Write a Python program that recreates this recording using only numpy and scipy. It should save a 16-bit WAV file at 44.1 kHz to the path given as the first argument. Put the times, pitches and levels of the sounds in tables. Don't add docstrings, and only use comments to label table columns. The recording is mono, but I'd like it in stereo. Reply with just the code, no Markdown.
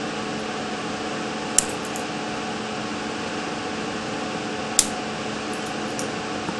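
import sys
import numpy as np
from scipy import signal
from scipy.fft import rfft, irfft, next_fast_len
from scipy.io import wavfile
from scipy.ndimage import uniform_filter1d, map_coordinates

SR = 44100
rng = np.random.default_rng(int(sys.argv[2]) if len(sys.argv) > 2 else 0)


def voltage_ratio(level):
    return 10 ** (np.asarray(level, float) / 20)


def persist_wave(psi):
    counts = np.round(np.clip(psi, -1, 1) * 32767).astype(np.int16)
    wavfile.write(sys.argv[1], SR, np.atleast_2d(counts).T)


N = 290619

# start in seconds, blow in dB, jaw chatter in seconds, room answer in dB,
# pressure push in dB.
SNIPS = [
    (1.584, -1.5, 0.0049, -10, -30),
    (4.7898, -0.5, 0.0052, -4, -29),
]
# pitch in Hz, level in dB, t60 in seconds.
JAW_MODES = [
    [(2990, -10.5, 0.019), (4760, -10.5, 0.022), (5340, -14, 0.018), (5640, -3.5, 0.025),
     (6660, -11, 0.013), (7400, 1.5, 0.029), (8400, -12, 0.022), (10230, -5, 0.016), (11400, -14, 0.021),
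     (12000, -30, 0.021)],
    [(3740, -17, 0.024), (4940, -2, 0.025), (5722, -4, 0.036), (6250, -11, 0.021), (7700, 0, 0.029),
     (8300, -19, 0.085), (9700, -7, 0.072), (10200, -18, 0.035), (10270, -8, 0.024), (11540, -10, 0.04)],
]
# frequency in Hz, level in dB.
CRACK_COLOURS = [
    [(590, -54), (1000, -27), (1420, -12), (2330, -27), (2890, -8), (4240, -27), (4600, -12.5), (6670, -3),
     (9970, -2), (11800, -19), (15300, -49), (22000, -120)],
    [(590, -49), (1000, -22), (2280, -9.5), (2830, -13), (3820, -8.5), (4280, -12), (4790, -6.5),
     (6810, -2.5), (7550, 1), (11800, -19), (15300, -48), (22000, -120)],
]
# frequency in Hz, level in dB.
ANSWER_COLOURS = [
    [(2350, -40), (4000, -8), (5490, -8), (6280, -8), (6840, -1), (8120, -1), (11200, -10), (11800, -12),
     (15300, -45), (22000, -120)],
    [(1290, -37), (2200, -5), (2720, -19), (2930, -12), (3720, -4.5), (4560, -9.5), (7250, -3.5),
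     (8760, -6), (11800, -12.5), (15300, -41), (22000, -120)],
]
# frequency in Hz, t60 in seconds.
ROOM_DECAY = [(2000, .2), (5000, 0.27), (8000, 0.33), (12000, 0.25)]
ECHO_LUMPS_DB, ECHO_LUMPS_PER_S = 2, 300

# start in seconds, peak in dB, pitch in Hz, t60 in seconds.
BOUNCES = [
    (1.8503, -15, 7540, 0.0056),
    (1.8526, -26, 6560, .004),
    (1.866, -26, 6300, 0.013),
    (1.9599, -12, 7300, 0.0056),
    (1.9708, -32, 9500, 0.0067),
    (1.995, -22, 8000, 0.0039),
]
# start in seconds, peak in dB, pitch in Hz,
# t60 in seconds.
BRUSHES = [(.3955, -31.5, 9700, 0.011), (1.692, -22, 7900, 0.049), (5.535, -16, 9070, 0.0065),
           (5.539, -26, 8000, .006), (5.583, -31, 9300, .005), (5.6235, -27, 5000, .015),
           (5.661, -31, 9200, .03), (5.6616, -30, 5300, .012), (5.667, -25.5, 7100, 0.022),
           (5.88, -39, 10400, .04), (5.9055, -28, 9250, .008), (5.9930, -8.5, 5700, 0.0051),
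           (5.9947, -23.5, 6900, 0.032), (6.004, -27, 7500, .01), (6.019, -23, 6900, .005),
           (6.485, -30.5, 8400, 0.014)]
BOUNCE_OVERTONE_DB, BRUSH_OVERTONE_DB = -5.5, -5
OVERTONE_PITCH, OVERTONE_DECAY = 1.53, 1.74
NOISY_AT_PIVOT, NOISY_PER_OCTAVE, PIVOT_HZ = 0.36, 0.33, 7500
RISE_SHARE = 0.022

# start in seconds, level in dB.
KNOCK = (6.4856, -18)
# pitch in Hz, level in dB, t60 in seconds.
BOARD_MODES = [(202, 1, .06), (327, 1, 0.06), (517, -11, 0.045), (910, -0.5, 0.047), (1310, -5, 0.033),
               (1710, -6, .02)]

SHAFT_HZ = 43.282
# multiple of the shaft speed, rms in dB.
FAN_ORDERS = [(1, -65.9), (4, -51.8), (5, -38.9), (10, -41.1), (17, -40.8), (20, -52.4), (25, -55.0),
              (30, -56.0), (35, -56.8), (40, -60.0), (45, -61.9)]
# frequency in Hz, rms in dB.
MAINS = [(100.0, -57.8), (300.0, -40.9), (2354.12, -65.7), (2690.38, -59.0)]
# frequency in Hz, density in dB per Hz.
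RUSH_COLOUR = [(20, -84), (45, -75.5), (100, -66.5), (125, -61.5), (250, -58), (300, -57.5), (405, -63),
               (460, -58), (530, -57), (590, -63), (680, -65), (730, -59), (850, -61.5), (930, -70),
               (1000, -69), (1120, -61), (1220, -65.5), (1500, -64), (1700, -66), (2020, -73), (2400, -68.5),
             (2800, -67), (3350, -73), (4100, -75.5), (5100, -74), (6300, -78.5), (8000, -81.5),
               (9000, -87.5), (9400, -89), (9800, -90.3), (10400, -91.8), (11000, -93.3), (12000, -96)]
RUSH_DB = -1.28

TOP_HZ, BLOCK_S = 11900, 128 / SR
# frequency in Hz, level of one bin in dB.
AUDIBLE = [(7500, -100), (8400, -83), (9000, -76), (9600, -75), (12000, -75)]
# lead in seconds, number of gaps, silent above in Hz,
# rise of that edge per gap as a ratio.
TREBLE_GAPS = [
    (.0115, 2, 1800, 1.0),
    (.0169, 4, 2200, 1.55),
]


def unit(x):
    return x / np.sqrt(np.mean(x ** 2) + 1e-20)


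def along(points, hz):
    f, v = np.transpose(points)
    return np.interp(np.log(hz + 1), np.log(f + 1), v)


def filtered(x, response):
    m = next_fast_len(len(x) + 8192)
    return irfft(rfft(x, m) * response(np.fft.rfftfreq(m, 1 / SR)), m)[:len(x)]


def wobble(rate):
    knots = rng.standard_normal(int(N * rate / SR) + 4)
    return map_coordinates(knots, [np.arange(N) * rate / SR])


def ring(modes, t):
    return sum(voltage_ratio(db - 60 * t / t60) * np.sin(2 * np.pi * hz * t) for hz, db, t60 in modes)


def add(track, s, sound):
    part = track[round(s * SR):][:len(sound)]
    part += sound[:len(part)]


def room(x):
    hz, t, z = signal.stft(rng.standard_normal(SR // 3), SR, nperseg=256)
    decay = voltage_ratio(-60 * t / along(ROOM_DECAY, hz)[:, None])
    tail = signal.istft(z * decay, SR, nperseg=256)[1]
    late = np.pad(x, (round(0.0039 * SR), 0))
    return signal.fftconvolve(late, tail / np.linalg.norm(tail))[:len(x)]


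def snips():
    out, t = np.zeros(N), np.arange(SR // 3) / SR
    for snip, modes, bite, echo in zip(SNIPS, JAW_MODES, CRACK_COLOURS, ANSWER_COLOURS):
        s, db, chatter, room_db, push_db = snip
        shape = np.exp(-(t / chatter) ** 4) + 0.1 * voltage_ratio(-60 * t / 0.019)
        hiss = filtered(rng.standard_normal(len(t)), lambda hz: voltage_ratio(along(bite, hz)))
        crack = shape * unit(hiss / np.sqrt(np.abs(signal.hilbert(hiss))))
        blow = voltage_ratio(-5.5) * crack + voltage_ratio(-8) * ring(modes, t)
        blow = blow * (1 - np.exp(-t / 0.00023))
        answer = filtered(room(1. * (t == 0)), lambda hz: voltage_ratio(along(echo, hz)))
        answer = answer * voltage_ratio(ECHO_LUMPS_DB * wobble(ECHO_LUMPS_PER_S)[:len(t)])
        push = np.exp(-t / .05) * np.cos(2 * np.pi * 6 * t) * (1 - np.exp(-t / .003))
        add(out, s, voltage_ratio(db) * blow + voltage_ratio(db + room_db + 23.5) * answer + voltage_ratio(push_db) * push)
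    return out


def overtones(contacts, over_db):
    return [(s, db + over_db, hz * OVERTONE_PITCH, t60 * OVERTONE_DECAY) for s, db, hz, t60 in contacts]


def ticks():
    out, t = np.zeros(N), np.arange(SR // 4) / SR
    upper = overtones(BOUNCES, BOUNCE_OVERTONE_DB) + overtones(BRUSHES, BRUSH_OVERTONE_DB)
    for s, db, hz, t60 in BOUNCES + BRUSHES + upper:
        near = lambda f: np.exp(-(np.log((f + 1) / hz) / 0.27) ** 2)
        puff = unit(filtered(rng.standard_normal(len(t)), near)) * voltage_ratio(-60 * t / t60)
        share = np.clip(NOISY_AT_PIVOT + NOISY_PER_OCTAVE * np.log2(hz / PIVOT_HZ), 0, 1)
        tick = (1 - share) * ring([(hz, 0, t60)], t) + 0.83 * share * puff
        tick = tick * (1 - np.exp(-t / (RISE_SHARE * t60)))
        add(out, s, voltage_ratio(db) * (tick + voltage_ratio(-12.5) * room(puff)))
    return out


def knock():
    out, t = np.zeros(N), np.arange(SR // 5) / SR
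    s, db = KNOCK
    add(out, s, voltage_ratio(db) * ring(BOARD_MODES, t) * (1 - np.exp(-t / 0.0018)))
    return out


def tone(cycles, db):
    level = voltage_ratio(db + 0.45 * wobble(2.73)) * np.sqrt(2)
    return level * np.sin(2 * np.pi * (cycles + rng.random()))


def fan():
    t = np.arange(N) / SR
    turns = SHAFT_HZ * t + 0.0048 * wobble(0.98)
    blades = sum(tone(round(k) * turns, db) for k, db in FAN_ORDERS)
    mains = sum(tone(hz * t, db) for hz, db in MAINS)
    colour = RUSH_COLOUR
    rush = filtered(rng.standard_normal(N), lambda hz: voltage_ratio(along(colour, hz)) * np.sqrt(SR / 2))
    return blades + mains + rush * voltage_ratio(RUSH_DB + 0.21 * wobble(5.6))


def scene():
    return np.tile(snips() + ticks() + knock() + fan(), (2, 1))


def thinned(x):
    window, lead = signal.windows.kaiser_bessel_derived(2048, 4 * np.pi), 1024 - 123
    hz, _, z = signal.stft(np.pad(x, (lead, 0)), SR, window, nperseg=2048)
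    floor_db = along(AUDIBLE, hz) - 100 * (hz < AUDIBLE[0][0])
    z = z * (np.abs(z) > voltage_ratio(floor_db)[:, None])
    return signal.istft(z, SR, window, nperseg=2048)[1][lead:lead + N]


def treble_gaps(x):
    t, lost = np.arange(N) / SR, np.zeros(N)
    for (s, *_), (lead, gaps, edge_hz, rise) in zip(SNIPS, TREBLE_GAPS):
        for k in range(gaps):
            gap = uniform_filter1d(1. * ((t - s + lead) // BLOCK_S == k), size=40)
            lost += gap * filtered(x, lambda hz: 1 - 1 / (1 + (hz / (edge_hz * rise ** k)) ** 24))
    return lost


def low_pass(x):
    return signal.sosfilt(signal.butter(12, 11910, fs=SR, output="sos"), x)


def record(dry):
    x = dry[0] / (1 + np.abs(dry[0] / 1.08) ** 6) ** (1 / 6)
    x = thinned(filtered(x, lambda hz: 1 / (1 + (hz / TOP_HZ) ** 90)))
    return low_pass(np.tile(x - treble_gaps(x), (2, 1)))


dry = scene()
out = record(dry)
persist_wave(out)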